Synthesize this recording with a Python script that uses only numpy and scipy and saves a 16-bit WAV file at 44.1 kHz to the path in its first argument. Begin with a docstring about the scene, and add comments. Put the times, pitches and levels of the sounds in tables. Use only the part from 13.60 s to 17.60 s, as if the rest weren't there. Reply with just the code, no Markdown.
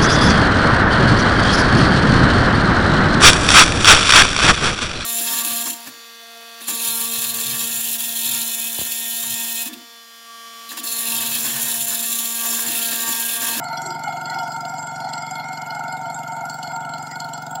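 """A small one-cylinder tractor drags a heavy steel sled along an open dirt track at steady speed.
Each firing sends a low thump through the muffler and jolts loose metal, which clacks, clinks and jingles.
Steel, most likely the dragged sled, sings roughly at a few fixed pitches over scraping dirt.
Brief squeals, hollow swells and a few bumps of the sled come through."""
import sys
import numpy as np
from scipy import signal
from scipy.fft import rfft, irfft
from scipy.io import wavfile

SR = 44100
rng = np.random.default_rng(int(sys.argv[2]) if len(sys.argv) > 2 else 0)


def materialize(psi):
    """Save the field psi as 16-bit PCM at rate SR to the path in sys.argv[1].

    A 1-D psi becomes a single channel; in a 2-D psi each row is a channel.
    """
    bounded = np.clip(np.atleast_2d(psi).T, -1, 1)
    quanta = np.round(bounded * 32767).astype(np.int16)
    wavfile.write(sys.argv[1], SR, quanta)


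N = 176400
T = np.arange(N) / SR

# Engine speed. Each row: time in seconds, firings per second.
FIRING_RATE = [(0, 22.75), (.5, 22.75), (.8, 22.82), (1.4, 22.755), (2.4, 22.755), (2.8, 22.65),
               (3.2, 22.8), (3.6, 22.68), (4, 22.68)]
# Exhaust spectrum. Each row: multiple of the mean firing rate, relative level in dB.
EXHAUST_ORDERS = [(1, -62), (2, -41), (3, -46), (4, -20), (5, -8.5), (6, -1.5), (7, 2.5), (8, -20), (9, -8),
                  (10, -7), (11, -7.5), (12, -4), (13, -18), (14, -28), (15, -14.5), (16, -18.5), (17, -25),
                  (18, -30), (19, -43), (20, -18.5), (21, -25), (22, -24.5), (23, -15.5), (24, -29),
                  (25, -16.5), (26, -48), (27, -14.5), (28, -22)]
# Resonances of the dragged steel. Each row: pitch in Hz, width in Hz, level in dB.
STEEL_MODES = [(697.8, 59.4, -38), (752.5, 44, -36), (844, 18, -43), (908.8, 54.6, -35.5),
               (1349, 64, -41.5), (1392, 48, -37.5), (1446.3, 39, -39), (2145, 103, -45.5)]
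# Its sharpest rings. Each row: pitch in Hz, rms waver in Hz, level in dB.
STEEL_TONES = [(699, 2.48, -46), (912.7, 2.45, -39), (1402, 2.5, -48.5), (2139, 2.26, -47.5)]
# Steel loudness. Each row: time in seconds, relative dB below 1800 Hz, relative dB above.
STEEL_CURVES = [(0, 1.5, 8), (.15, 2.5, 13), (.33, 0.5, 8.5), (.5, 2, 10.5), (.8, 1.5, 9.5), (.95, 0, 6),
                (1.45, .5, 7.5), (1.9, 0.5, 13.5), (2.4, 0.5, 8.5), (3, 0.5, 6.5), (3.55, -1, 7),
                (4, -0.5, -5)]
# Dirt and far background. Each row: frequency in Hz, relative density in dB.
GROUND_SPECTRUM = [(25, -28), (60, -5), (110, 13.5), (250, 11), (520, 6), (1100, -79), (1700, 5),
                   (2400, -7), (4000, -6.5), (6300, -31.5), (8000, -27), (10000, -19.5), (13500, -23),
                   (16000, -28)]
# Modes of the loose metal. Each row: pitch in Hz, ring width in Hz, ring level in dB, clack level in dB.
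METAL_MODES = [(2798, 110, -80.5, -61), (2954, 22, -60, -59), (3355, 77, -56, -57.5),
               (4097, 55, -65, -61.5), (4345, 113, -50.5, -49), (4949, 130, -52.5, -52.5),
               (5663, 170, -57, -70.5), (6240, 160, -76.5, -61), (6390, 14, -67, -72),
               (6850, 260, -60, -56.5), (7487, 150, -47, -51), (8400, 440, -63.5, -69),
               (9080, 85, -68.5, -68), (10870, 120, -73, -66.5), (11460, 220, -61.5, -63),
               (12200, 100, -65.5, -76.5), (12300, 120, -70, -86), (12770, 190, -68.5, -80),
               (13900, 40, -74, -76), (14600, 80, -81, -73), (15550, 240, -84, -64), (15400, 120, -81, -71)]
# Hardest strokes. Each row: time in seconds, relative force in dB below 6 kHz, the same for 6-9.5 kHz,
# clink pitch in Hz.
HARD_STROKES = [(0.131, 6.5, -4, 4160), (0.175, 9.5, -7, 5620), (0.22, 6, 10.5, 6900),
                (0.2638, 7.5, 13.5, 7590), (0.3076, 10, 6, 4940), (0.4392, 5.5, 8.5, 7470),
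                (0.6593, 7.5, 0, 7490), (0.701, 9, 12, 4270), (0.746, 11, 4.5, 5010),
                (0.7885, 10.5, 10, 5010), (1.2727, 3.5, 7, 7520), (1.5368, 12, 9, 7570),
                (1.5811, 11.5, -2, 7560), (1.7115, 6, 11, 7420), (1.7572, 6.5, 7, 4300),
                (1.798, 7.5, -2, 4210), (1.9322, 8.5, 4, 7490), (2.1072, 9.5, -17, 4290),
                (2.5482, -12, 13, 7490), (2.901, 8.5, 13, 4480), (3.0304, 11.5, 12.5, 4360),
                (3.2953, 6, -10, 7500), (3.3393, 9, 1, 4290), (3.429, -2, 8, 7520), (3.6048, 13, 13, 4300),
                (3.7369, 13, 7, 7480), (3.9131, -11, 9, 7550), (3.9565, 6.5, 9.5, 7540)]
# Jingle loudness. Each row: time in seconds, relative dB below 6 kHz, for 6-9.5 kHz, and above.
JINGLE_CURVES = [(0, 3.5, 1, 1.5), (.75, 5, -2.5, 7.5), (1, 1.5, 4.5, 0), (1.85, 2, -1.5, 3),
                 (2.55, -3, -3, 2), (4, -2.5, -4, -7)]
# Clack force above 14 kHz. 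Each row: time in seconds, relative level in dB.
TOP_CLACK_CURVE = [(.55, -8), (.7, 3), (1.15, 11), (1.28, -7), (1.8, -3), (1.95, -7), (2.7, -6), (2.92, 21),
                   (3.05, -5), (3.15, 24), (3.26, -6), (3.43, 11), (3.85, 10), (3.93, 21)]
# Metal squeals. Each row: centre in seconds, length in seconds, pitch in Hz, level in dB.
SQUEALS = [(.13, 0.34, 2060, -45.5), (.72, 0.055, 1960, -41.5), (.78, .045, 776, -29.5),
           (1.45, 0.079, 786, -31.5), (1.54, 0.15, 1940, -52), (3.52, 0.028, 1945, -40)]
# Hollow low swells. Each row: centre in seconds, length in seconds, pitch in Hz, level in dB.
HOLLOW_SWELLS = [(.29, 0.096, 351, -39.5), (.7, 0.33, 339, -50.5)]
# Sled bumps. Each row: time in seconds, relative peak in dB, pitch in Hz.
BUMPS = [(.4775, -21, 820), (.492, -22, 770), (2.8395, -26, 780)]


def from_db(db):
    """Decibels to gain."""
    return 10 ** (np.asarray(db) / 20)


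def unit_rms(x):
    """Scale to unit power."""
    return x / np.sqrt(np.mean(x ** 2) + 1e-20)


def gain_curves(rows):
    """Each dB column as a unit-power gain over time."""
    times_s, *columns_db = np.transpose(rows)
    return [unit_rms(from_db(np.interp(T, times_s, db))) for db in columns_db]


def drift(rate_hz):
    """Smooth random motion, unit power."""
    hop, settle = 40, 2000
    r = np.exp(-2 * np.pi * rate_hz * hop / SR)
    slow = signal.lfilter([1], [1, -2 * r, r * r], rng.standard_normal(N // hop + settle + 2))[settle:]
    return np.interp(np.arange(N) / hop, np.arange(len(slow)), unit_rms(slow))


def resonate(x, hz, width_hz, skirt=1):
    """Two resonators in series, the second skirt times as wide; run in, unit power."""
    y = np.concatenate([x[-SR // 2:], x])
    for stage_hz in (width_hz, width_hz * skirt):
        r = np.exp(-np.pi * stage_hz / SR)
        poles = [1, -2 * r * np.cos(2 * np.pi * hz / SR), r * r]
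        y = signal.lfilter([1 - r, 0, r - 1], poles, y + 1e-18)
    return unit_rms(y[-N:])


def noise():
    """White noise."""
    return rng.standard_normal(N)


def clicks(times_s, db):
    """One impulse at each time."""
    out = np.zeros(N)
    inside = (times_s >= 0) & (times_s < (N - 1) / SR)
    out[(times_s[inside] * SR).astype(int)] = from_db(db)[inside]
    return out


def firing_times(first_s=.0425):
    """The cylinder fires once per engine cycle."""
    cycles = np.cumsum(np.interp(T, *np.transpose(FIRING_RATE))) / SR
    return first_s + np.interp(np.arange(int(cycles[-1])), cycles, T)


def exhaust(fires_s, level_db=-41, uneven_db=.5, lead_s=.001, muffler_hz=174, muffler_width_hz=52):
    """Each firing sends a pulse through the muffler, which colours and smears it."""
    multiple, db = np.transpose(EXHAUST_ORDERS)
    size = SR // 2
    orders = np.fft.rfftfreq(size, 1 / SR) / np.mean(np.array(FIRING_RATE)[:, 1])
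    colour_db = np.interp(orders, np.r_[0, multiple, 2 * multiple[-1]], np.r_[-70, db, -70])
    cepstrum = irfft(np.log(from_db(colour_db)), size)[:size // 2]
    thump = irfft(np.exp(rfft(np.r_[cepstrum[0], 2 * cepstrum[1:]], size)), size)  # minimum phase
    r = np.exp(-np.pi * muffler_width_hz / SR)
    poles = [1, -2 * r * np.cos(2 * np.pi * muffler_hz / SR), r * r]
    smeared = signal.lfilter(poles[::-1], poles, thump)  # all-pass
    times_s = np.r_[0, fires_s - lead_s]
    pulses = clicks(times_s, uneven_db * rng.standard_normal(len(times_s)))
    return from_db(level_db) * unit_rms(signal.fftconvolve(pulses, smeared)[:N])


def dragged_steel(fires_s, shake_share=.11, throb_db=.5, flicker_db=2, tone_flicker_db=3.5):
    """Friction and a little engine shake keep the steel's resonances sounding."""
    levels, split_hz, out = gain_curves(STEEL_CURVES), 1800, 0
    shake = unit_rms(clicks(fires_s, rng.standard_normal(len(fires_s))))
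    throb = np.cos(2 * np.pi * np.interp(T, fires_s, np.arange(len(fires_s))))
    for hz, width_hz, db in STEEL_MODES:
        friction = unit_rms(noise() * from_db(throb_db * throb + flicker_db * drift(rate_hz=5.2)))
        drive = np.sqrt(1 - shake_share) * friction + np.sqrt(shake_share) * shake
        out += from_db(db) * levels[int(hz > split_hz)] * resonate(drive, hz, width_hz)
    for hz, waver_hz, db in STEEL_TONES:
        tone = np.sin(2 * np.pi * np.cumsum(hz + waver_hz * drift(rate_hz=8.17)) / SR)
        flicker = from_db(tone_flicker_db * drift(rate_hz=13.4))
        out += from_db(db) * levels[int(hz > split_hz)] * unit_rms(tone * flicker)
    return out


def ground(level_db=-51.5):
    """Scraping dirt and far background: steady shaped noise."""
    hz, db = np.transpose(GROUND_SPECTRUM)
    colour_db = np.interp(np.log(np.fft.rfftfreq(N, 1 / SR) + 1), np.log(hz), db)
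    return from_db(level_db) * unit_rms(irfft(rfft(noise()) * from_db(colour_db), N))


def stroke_forces_db(fires_s, ordinary_db=-2.5, uneven_db=1.5, hard_db=-6.5, top_share=.14):
    """Force of each stroke on the loose metal in four bands, low to high."""
    hard_s, low_db, high_db, _ = np.transpose(HARD_STROKES)
    hard = np.argmin(abs(fires_s - hard_s[:, None]), axis=1)
    force_db = np.tile(ordinary_db + uneven_db * rng.standard_normal(len(fires_s)), (4, 1))
    force_db[0] += 10 * np.log10(np.interp(fires_s, T, gain_curves(JINGLE_CURVES)[0]))
    force_db[:2, hard] = hard_db + low_db, hard_db + high_db
    force_db[2:, hard] += top_share * (low_db + high_db)
    force_db[3] += 20 * np.log10(np.interp(fires_s, T, gain_curves(TOP_CLACK_CURVE)[0]))
    return force_db


def rattle(fires_s):
    """Each firing jolts loose metal: a clack between two light taps, then chatter, over a jingle."""
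    contact_s, lead_s, jitter_s, uneven_db = .0018, .00091, .00071, 7
    tap_gap_s, tap_db = .0085, -16.5
    chatter_s, chatter_db, chatter_uneven_db = .024, -4.5, -1.5
    jingle_db, flicker_db, jolt_share, skirt = -12, 8.5, .44, 1.34
    force_db = stroke_forces_db(fires_s)
    preroll_s = 2 * tap_gap_s
    age_s = T[:SR // 10] - preroll_s
    taps = from_db(tap_db) * np.exp(-.5 * ((abs(age_s) - tap_gap_s) / contact_s) ** 2)
    contact = np.exp(-.5 * (age_s / contact_s) ** 2) + taps
    decay = from_db(chatter_db) * np.exp(-abs(age_s) / chatter_s) * (age_s > 0)
    levels, out = gain_curves(JINGLE_CURVES), 0
    for hz, width_hz, ring_db, clack_db in METAL_MODES:
        band = np.searchsorted([6000, 9500, 14000], hz)
        late, strong, loose = np.minimum(rng.standard_normal((3, len(fires_s))), 1)
        times_s = fires_s - preroll_s - lead_s + jitter_s * late
        jolts = signal.oaconvolve(clicks(times_s, force_db[band] + uneven_db * strong), contact)[:N]
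        chatter = signal.oaconvolve(clicks(times_s, force_db[band] + chatter_uneven_db * loose), decay)
        flicker = np.minimum(drift(rate_hz=9.1), 2)
        jingle = levels[min(band, 2)] * from_db(jingle_db + flicker_db * flicker)
        ring = resonate(noise() * (jolt_share * jolts + chatter[:N] + jingle), hz, width_hz, skirt)
        clack = resonate(noise() * jolts, hz, width_hz=208, skirt=skirt)
        out += from_db(ring_db) * ring + from_db(clack_db) * clack
    return out


def clinks(fires_s, level_db=-38.5, rise_s=.002, tail_db=-9, tail_s=.039, waver_hz=56):
    """One part rings on each stroke, a louder one on hard strokes: a burst, then a fluttering tail."""
    light_db, uneven_db, range_hz = -6, 1, (2875, 8360)
    age_s, out = T[:SR // 10], np.zeros(N + SR)
    burst = np.exp(-.5 * (age_s / rise_s - 2) ** 2)
    tail = from_db(tail_db) * np.exp(-age_s / tail_s) * (1 - np.exp(-age_s / rise_s))
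    light = [(at_s, light_db + uneven_db * rng.standard_normal(), rng.uniform(*range_hz))
             for at_s in fires_s]
    hard = [(at_s, max(low_db, high_db), hz) for at_s, low_db, high_db, hz in HARD_STROKES]
    waver, flutter = np.tile(drift(rate_hz=78), 2), np.tile(drift(rate_hz=52), 2)
    for at_s, db, hz in light + hard:
        span = max(int((at_s - 2 * rise_s) * SR), 0) + np.arange(len(age_s))
        phase = 2 * np.pi * np.cumsum(hz + waver_hz * waver[span]) / SR
        out[span] += from_db(db + level_db) * (burst + tail * flutter[span]) * np.sin(phase)
    return out[:N]


def brief_rings(rows, width_hz):
    """A rough, narrow resonance swells and fades for each row."""
    return sum(from_db(db) * np.exp(-2 * ((T - at_s) / length_s) ** 2) * resonate(noise(), hz, width_hz)
               for at_s, length_s, hz, db in rows)


def sled_bumps(sigma_s=.003, gain=2):
    """The sled bumps: a few cycles at the pitch of its steel."""
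    out = 0
    for at_s, db, hz in BUMPS:
        envelope = np.exp(-.5 * ((T - at_s) / sigma_s) ** 2)
        out += gain * from_db(db) * envelope * np.sin(2 * np.pi * hz * (T - at_s))
    return out


def scene():
    """Tractor and sled in mono, on one firing clock."""
    fires_s = firing_times()
    sled = dragged_steel(fires_s) + sled_bumps()
    sled += brief_rings(SQUEALS, width_hz=117) + brief_rings(HOLLOW_SWELLS, width_hz=62)
    return (sled + ground() + exhaust(fires_s) + rattle(fires_s) + clinks(fires_s))[None]


def record(dry):
    """Steep low-pass on the top treble."""
    cutoff_hz = 15850
    return signal.sosfilt(signal.ellip(10, .1, 80, cutoff_hz, fs=SR, output="sos"), dry)


dry = scene()
out = record(dry)
materialize(out)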